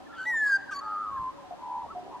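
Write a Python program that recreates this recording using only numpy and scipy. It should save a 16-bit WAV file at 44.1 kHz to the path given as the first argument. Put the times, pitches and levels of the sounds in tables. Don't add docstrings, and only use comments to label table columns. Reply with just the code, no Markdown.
import sys
import numpy as np
from scipy import signal
from scipy.fft import rfft, irfft
from scipy.io import wavfile
from scipy.ndimage import uniform_filter1d

SR = 44100
rng = np.random.default_rng(int(sys.argv[2]) if len(sys.argv) > 2 else 0)


def to_wav(sig):
    pcm = np.clip(np.atleast_2d(sig), -1, 1) * 32767
    pcm = np.round(pcm).astype(np.int16)
    wavfile.write(sys.argv[1], SR, pcm.T)


N = 97020
T = np.arange(N) / SR
SPECTRUM_HZ = np.arange(N // 2 + 1) * SR / N


def from_db(db):
    return 10 ** (np.asarray(db) / 20)


def rms_one(x):
    return x / np.sqrt(np.mean(x ** 2) + 1e-20)


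def in_time(rows):
    s, *columns = np.transpose(rows)
    return [np.interp(T, s, column) for column in columns]


def at_hz(points, hz):
    f, value = np.transpose(points)
    return np.interp(np.log(hz + 1e-9), np.log(f), value)


def drift(hz):
    lowpass = 1 / (1 + ((SPECTRUM_HZ / hz) ** 2) ** 2)
    return rms_one(irfft(rfft(rng.standard_normal(N)) * lowpass, N))


def noise(spectrum):
    gain = from_db(at_hz(spectrum, SPECTRUM_HZ))
    return rms_one(irfft(rfft(rng.standard_normal(N)) * gain, N))


def coloured(x, spectrum):
    f = np.arange(N + 1) * SR / (2 * N)
    return irfft(rfft(x, 2 * N) * from_db(at_hz(spectrum, f)))[:N]


def gate(rows, edge_s=0.004):
    inside_s = np.minimum(T - rows[0][0], rows[-1][0] - T)
    return np.sin(np.pi / 2 * np.clip(inside_s / edge_s + .5, 0, 1)) ** 2


def swell(start, length, shape):
    u = np.clip((T - start) / length, 0, 1)
    return uniform_filter1d(np.sin(np.pi * u).clip(0) ** shape, size=128)


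def phase_of(hz, jitter, jitter_hz=150):
    return 2 * np.pi * np.cumsum(hz * (1 + jitter * drift(jitter_hz))) / SR


def glide(start, length, from_hz, to_hz):
    return np.interp(T, [start, start + length], [from_hz, to_hz])


SHIMMER_DB = 0.56


def loudness(db):
    return np.sqrt(2) * from_db(db + SHIMMER_DB * drift(63))


def rough_sine(phase, rough, width_hz):
    return np.sin(phase) * (1 + rough * drift(width_hz)) + np.cos(phase) * rough * drift(width_hz)


MIX_ROUGH = 0.87


def mixed_tones(mixes, high_phase, low_phase):
    total = 0
    for m, n, db in mixes:
        phase = round(m) * high_phase + round(n) * low_phase
        total = total + from_db(db) * rough_sine(phase, MIX_ROUGH, width_hz=180)
    return total


def delayed(x, s):
    return np.interp(T - s, T, x, left=0, right=0)


# frequency_hz, level_db
AIR_COLOUR = [(15, -49.5), (25, -16.5), (200, -4.5), (276, 4), (496, -7.5), (567, 0), (702, -9), (781, -1),
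              (1400, -13.5), (1600, -13.5), (2150, -19.5), (3120, -20), (7540, -31), (11500, -39.5),
              (14700, -45)]
# frequency_hz, correlation (-1 to 1)
AIR_LIKENESS = [(30, 1), (70, -0.078), (130, -0.33), (280, -0.79), (550, -0.32), (1000, 0.34),
                (3000, -0.26), (12000, 0.084)]
AIR_GAIN_DB = -51.5


def air():
    alike = np.clip(at_hz(AIR_LIKENESS, SPECTRUM_HZ), -.95, .95)
    mid = irfft(rfft(noise(AIR_COLOUR)) * np.sqrt(1 + alike), N)
    side = irfft(rfft(noise(AIR_COLOUR)) * np.sqrt(1 - alike), N)
    return from_db(AIR_GAIN_DB) * np.array([mid + side, mid - side])


NOTE_ROUGH, NOTE_SHAPE, NOTE_SECOND_DB = 0.52, .55, -40


def fluttering_notes(rows, jitter):
    out = np.zeros(N)
    for start, length, from_hz, to_hz, db, flutter_hz, depth in rows:
        phase = phase_of(glide(start, length, from_hz, to_hz), jitter)
        middle = start + length / 2
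        flutter = 1 + depth * np.cos(2 * np.pi * flutter_hz * (T - middle))
        fundamental = rough_sine(phase, NOTE_ROUGH * depth, width_hz=160)
        tone = fundamental + from_db(NOTE_SECOND_DB) * np.sin(2 * phase)
        out += np.sqrt(2) * from_db(db) * swell(start, length, NOTE_SHAPE) * flutter * tone
    return out


# start_s, length_s, start_hz, end_hz, level_db, flutter_hz, flutter_depth (ratio)
FAR_NOTES = [(-.02, 0.055, 761, 770, -51, 40, 0.36), (.255, 0.072, 862, 862, -42.5, 60.2, .1),
             (.335, 0.022, 1058, 940, -41.5, 80, .2), (.55, 0.07, 817, 753, -51.5, 60, .3),
             (.662, 0.031, 957, 1000, -52, 60, 0.4), (.815, 0.15, 874, 820, -46, 105.2, 0.37),
             (1.32, 0.15, 574, 550, -55.5, 40.6, 0.19), (1.87, 0.33, 405, 383.7, -58.5, 31.2, 0.83)]


def far_bird():
    return fluttering_notes(FAR_NOTES, jitter=0.021)


# start_s, length_s, start_hz, end_hz, level_db, flutter_hz, flutter_depth (ratio)
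NEAR_NOTES = [(.062, 0.02, 1740, 1770, -54, 90, 0.22), (.085, 0.18, 1387, 1320, -47, 91, 0.31),
              (.115, 0.0085, 1404, 1350, -44.5, 90, 0.12), (.125, 0.026, 1690, 1770, -50.5, 91, 0.37),
              (.177, 0.077, 1501, 1548, -35.5, 83.3, 0.26), (.693, 0.011, 1510, 1574, -37, 90, 0.13),
              (1.09, 0.13, 1295, 1335, -53, 103, 0.15), (1.16, 0.034, 1694, 1585, -50, 89.4, .2),
              (1.378, 0.019, 950, 975, -46, 90, 0.18), (1.434, 0.055, 750, 735, -49.5, 75, 0.35),
              (1.503, 0.0473, 726, 704, -39.5, 69.7, 0.55), (1.852, .022, 789, 624, -43.5, 85.5, 0.88),
              (1.88, .024, 1155, 1126, -45.5, 93, 0.26), (1.902, 0.022, 1297, 1315, -39.5, 90, .1),
              (1.921, 0.022, 1130, 1120, -46, 90, .2), (1.948, 0.051, 728, 719, -35.5, 87, 0.26),
              (1.988, 0.052, 730, 719, -47, 85, 0.27), (2.04, 0.083, 759, 659, -49.5, 68, 1.23),
              (2.105, 0.083, 958.3, 980, -42.5, 97, 0.36), (2.119, 0.042, 961.6, 996, -38.5, 98, 0.61),
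              (2.175, 0.073, 734, 678, -47.5, 81, 0.53)]


def short_notes():
    return fluttering_notes(NEAR_NOTES, jitter=0.0129)


# delay_s, level_db, pan_db (left minus right)
ECHO_PATHS = [(0.043, -25.5, -8), (.085, -24.5, 3), (.118, -30.5, -1)]


def echoes(dull):
    total = np.zeros((2, N))
    for delay_s, db, pan in ECHO_PATHS:
        total += from_db([[db + pan / 2], [db - pan / 2]]) * delayed(dull, delay_s)
    return total


TAIL_T60_S, TAIL_BUILD_S, TAIL_WIDTH = 1.6, 0.04, 0.32


def tail(x):
    decay = from_db(-60 * T / TAIL_T60_S) * (1 - np.exp(-T / TAIL_BUILD_S))
    mid, side = rng.standard_normal((2, N)) * decay / np.sqrt(np.sum(decay ** 2))
    left = signal.fftconvolve(x, mid + TAIL_WIDTH * side)[:N]
    right = signal.fftconvolve(x, mid - TAIL_WIDTH * side)[:N]
    return np.array([left, right])


RASP_JITTER, RASP_HISS, CHOP_JITTER, RASP_ROUGH = .017, .25, .07, .4
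# start_s, length_s, start_hz,
# end_hz, second_side_hz, second_side_share (ratio), level_db, tilt_db_per_octave
RASP_BURSTS = [(0.129, 0.061, 1800, 1453, 230, 0.42, -55.5, -21),
               (0.163, 0.044, 1480, 1597, 81.8, .7, -55, -17),
               (0.178, 0.091, 1502, 1496, 83.1, .6, -55, -7.5), (.253, .011, 1830, 1880, 400, .2, -52, -15),
               (0.233, 0.1, 1875, 1910, 410, 1.1, -63, -1), (0.407, 0.12, 1782, 1640, 1127, 2.5, -59, -0.5),
               (0.708, 0.04, 1609, 1542, 377, 2, -53.5, -6)]
# frequency_hz, level_db
RASP_COLOUR = [(1200, -28), (2200, -9.5), (3000, -7), (3700, -8), (4440, -4.5), (5400, -22.5), (6200, -8),
               (7360, -4), (8660, -18.5), (11400, -10.5), (14000, -35.5)]


def rasps():
    out = np.zeros(N)
    for start, length, from_hz, to_hz, second_hz, share, db, tilt_db in RASP_BURSTS:
        phase = phase_of(glide(start, length, from_hz, to_hz), RASP_JITTER, jitter_hz=450)
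        chop = 1 + share * np.cos(phase_of(second_hz, CHOP_JITTER, jitter_hz=313))
        overtones = sum(rough_sine(k * phase, RASP_ROUGH, width_hz=390) for k in range(2, 9))
        buzz = rms_one(chop * overtones) + RASP_HISS * rng.standard_normal(N)
        colour = [(hz, level + tilt_db * np.log2(hz / from_hz)) for hz, level in RASP_COLOUR]
        out += from_db(db) * swell(start, length, shape=0.8) * rms_one(coloured(buzz, colour))
    return out


CALL_JITTER, LOW_SIDE_JITTER = 0.002, .025
HARDENS_S, HARDEN_TAKES_S = 0.417, 0.022
OVERTONES_DB, OVERTONE_FLICKER_DB, ROUGH_PER_HARMONIC = .8, 2, .06
# time_s, pitch_hz
FALL_PITCH = [(.255, 1851.5), (.266, 1951), (.278, 1980), (.3, 1947), (.33, 1865.5), (.375, 1777),
              (.42, 1726), (.48, 1658.5), (.54, 1582), (.558, 1594), (.575, 1537)]
# time_s, level_db
FALL_LEVEL = [(.254, -40.5), (.272, -28), (.3, -27.5), (.318, -30), (.338, -27), (.403, -27.5), (.414, -25),
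              (.438, -23.5), (.449, -27.5), (.475, -23.5), (.489, -30), (.502, -22.5), (.511, -26.5),
              (.525, -21), (.546, -21.5), (.56, -21.5), (.568, -28), (.576, -38)]
# frequency_hz, level_db
SOFT_OVERTONES = [(3550, -33.5), (3750, -44.5), (3950, -33), (5300, -41), (5600, -41), (5850, -29.5),
                  (7050, -25), (7500, -34), (7900, -39), (8700, -62.5), (9250, -36), (9750, -43),
                  (10400, -42.5), (11600, -40.5), (12500, -65.5), (14000, -58.5)]
# frequency_hz, level_db
HARD_OVERTONES = [(3170, -44.5), (3400, -61), (4760, -24.5), (4950, -27.5), (5250, -48), (6350, -33.5),
                  (6900, -47.5), (7950, -39), (8500, -46), (9500, -43.5), (10000, -44), (10900, -65.5),
                  (11500, -43.5), (12100, -49), (12700, -71), (14700, -58)]
# time_s, pitch_hz, level_db
LOW_SIDE = [(.408, 829.5, -67.5), (.425, 864, -62), (.45, 1005, -65.5), (.475, 1155, -55),
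            (.505, 1142, -59), (.525, 1126, -57.5), (.537, 1000, -68)]
# high_side_multiple, low_side_multiple, relative level_db
FALL_MIXES = [(0, 1, 3), (2, 1, -5.5), (5, -1, -5.5), (4, 1, -12.5), (7, -1, -21)]


def falling_call():
    hz, = in_time(FALL_PITCH)
    db, = in_time(FALL_LEVEL)
    phase = phase_of(hz, CALL_JITTER)
    late = np.clip((T - HARDENS_S) / HARDEN_TAKES_S + .5, 0, 1)
    tone = np.sin(phase)
    for k in range(2, 10):
        soft_db, hard_db = at_hz(SOFT_OVERTONES, k * hz), at_hz(HARD_OVERTONES, k * hz)
        level_db = (1 - late) * soft_db + late * hard_db
        level_db = OVERTONES_DB + level_db + OVERTONE_FLICKER_DB * drift(40)
        tone += from_db(level_db) * rough_sine(k * phase, k * ROUGH_PER_HARMONIC, width_hz=220)
    low_hz, low_db = in_time(LOW_SIDE)
    low_phase = phase_of(low_hz, LOW_SIDE_JITTER)
    grating = loudness(low_db) * gate(LOW_SIDE) * mixed_tones(FALL_MIXES, phase, low_phase)
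    return loudness(db) * gate(FALL_LEVEL) * tone + grating


# time_s, level_db
WIND_GUSTS = [(0, -83), (.29, -71), (.36, -65), (.43, -75.5), (1.0, -74.5), (1.11, -56), (1.17, -57),
              (1.205, -44), (1.26, -57.5), (1.38, -72.5), (1.7, -85), (1.78, -59), (1.9, -56), (2.05, -72)]
# frequency_hz, level_db
WIND_COLOUR = [(25, -12.5), (50, 6), (90, 4), (150, -2), (250, -6), (500, -34), (2000, -80.5)]


def wind():
    db, = in_time(WIND_GUSTS)
    return from_db(db) * np.array([noise(WIND_COLOUR), noise(WIND_COLOUR)])


JITTER = .004
BREAK_MIX_DB = -59
# time_s, pitch_hz, level_db, overtone_boost_db
REED_CURVE = [(.711, 1259, -41.5, -28.5), (.719, 1234, -36.5, -26), (.731, 1198, -45.5, -18.5),
              (.74, 1136, -41.5, -7.5), (.752, 1126, -40.5, -2), (.766, 1125, -36.5, 1),
              (.775, 1132, -36.5, -2.5), (.781, 1145, -33.5, -17.5), (.794, 1113, -35, -1.5),
              (.805, 1093, -44.5, -11)]
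# multiple (ratio), level_db
REED_PARTIALS = [(2, -30), (3, -30), (4, -6), (6, -18.5), (8, -39), (10, -29)]
# time_s, pitch_hz, level_db
BREAK_CURVE = [(.711, 1620, -53.5), (.718, 1610, -44.5), (.729, 1574, -31), (.738, 1530, -37),
               (.746, 1530, -47), (.755, 1570, -52.5)]
# high_side_multiple, low_side_multiple, relative level_db
BREAK_TONES = [(0, 2, -10), (0, 0.5, -8.5), (1.5, 2.5, -10), (0.5, 2.5, -9.5), (3, 1, -3.5),
               (5.5, -0.5, -17.5), (2, 3, -13.5), (5, 0, -15)]


def reedy_note():
    hz, db, boost_db = in_time(REED_CURVE)
    high_hz, high_db = in_time(BREAK_CURVE)
    phase, high_phase = phase_of(hz, JITTER), phase_of(high_hz, JITTER)
    overtones = sum(from_db(level + boost_db) * np.sin(k * phase) for k, level in REED_PARTIALS)
    low_side = loudness(db) * gate(REED_CURVE) * (np.sin(phase) + overtones)
    high_side = loudness(high_db) * np.sin(high_phase)
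    grating = loudness(BREAK_MIX_DB) * mixed_tones(BREAK_TONES, high_phase, phase)
    return low_side + gate(BREAK_CURVE) * (high_side + grating)


BEAT_JITTER = .025


def warble(curve, falloff, rough):
    hz, db, upper_db, lower_db, beat_hz = in_time(curve)
    phase = phase_of(hz, JITTER)
    beat = phase_of(beat_hz * gate(curve), BEAT_JITTER, jitter_hz=40)
    sides = 0
    for k in range(3):
        upper = from_db(upper_db) * np.sin(phase + (k + 1) * beat)
        lower = from_db(lower_db) * rough_sine(phase - (k + 1) * beat, 2 * rough, width_hz=27)
        sides = sides + falloff ** (k * k) * (upper + (-1) ** k * lower)
    return loudness(db) * gate(curve) * (rough_sine(phase, rough, width_hz=120) + sides)


# time_s, pitch_hz, level_db, upper_side_db, lower_side_db, beat_hz
FLUTE_CURVE = [(.81, 1237, -40.5, -10, -7.5, 109), (.84, 1264, -41.5, -13, -9, 110),
               (.865, 1237, -35.5, -11, -15, 106), (.92, 1260, -34, -7.5, -27, 104.3),
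               (.955, 1235, -33, -12.5, -22.5, 99.7), (1.02, 1229, -35.5, -2, -26.5, 104.5),
               (1.068, 1153, -46, 11, -5.5, 104.8), (1.1, 1118, -42, 5, -15, 105.3),
               (1.13, 1095, -35, -27, -17, 105), (1.18, 1052, -33.5, -16.5, -17, 108.4),
               (1.235, 1037, -34.5, -13.5, -13.5, 112.7), (1.265, 1022, -33.5, -16.5, -23, 87.5),
               (1.288, 1040, -32, -13, -23, 60.4), (1.301, 1045, -38.5, -13.5, -22, 60),
               (1.31, 1044, -39.5, -9.5, -18, 60)]


def fluted_whistle():
    return warble(FLUTE_CURVE, falloff=0.11, rough=0.097)


# time_s, pitch_hz, level_db, upper_side_db, lower_side_db, beat_hz
PURR_CURVE = [(1.585, 989, -57.5, -8, -3, 76.7), (1.635, 996, -42, -21.5, -6, 78.2),
              (1.69, 980, -40.5, -26, -5, 72), (1.725, 988, -36, -30, -7, 74.8),
              (1.785, 984, -35.5, -24, -6.5, 73.3), (1.811, 989.6, -47.5, -18.5, 4, 79.8),
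              (1.822, 990, -35.5, -24, -13, 90.3), (1.845, 938, -42, -26, -7, 80),
              (1.872, 936, -48.5, -5, 1, 78.6)]


def low_purr():
    return warble(PURR_CURVE, falloff=0.66, rough=0.18)


BIRD_PAN_DB = .25
BIRD_LAG_S = 1.9e-5
TAIL_DB, FAR_TAIL_DB = -21.5, -14
# frequency_hz, level_db
DULL_COLOUR = [(700, 4), (1050, 1.5), (1550, -1), (2000, 0.5), (4700, 1.5), (6500, -0.5), (12000, -13)]


def scene():
    far = far_bird()
    bird = short_notes() + rasps() + falling_call() + reedy_note() + fluted_whistle() + low_purr()
    left = from_db(BIRD_PAN_DB) * bird
    right = from_db(-BIRD_PAN_DB) * delayed(bird, BIRD_LAG_S)
    dull = coloured(bird, DULL_COLOUR)
    near = np.array([left, right]) + echoes(dull) + from_db(TAIL_DB) * tail(dull)
    distant = far + from_db(FAR_TAIL_DB) * tail(far)
    return near + distant + air() + wind()


CUTOFF_HZ = 14650


def record(dry):
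    lowpass = signal.ellip(10, .1, 80, CUTOFF_HZ, fs=SR, output="sos")
    return signal.sosfilt(lowpass, dry)


dry = scene()
out = record(dry)
to_wav(out)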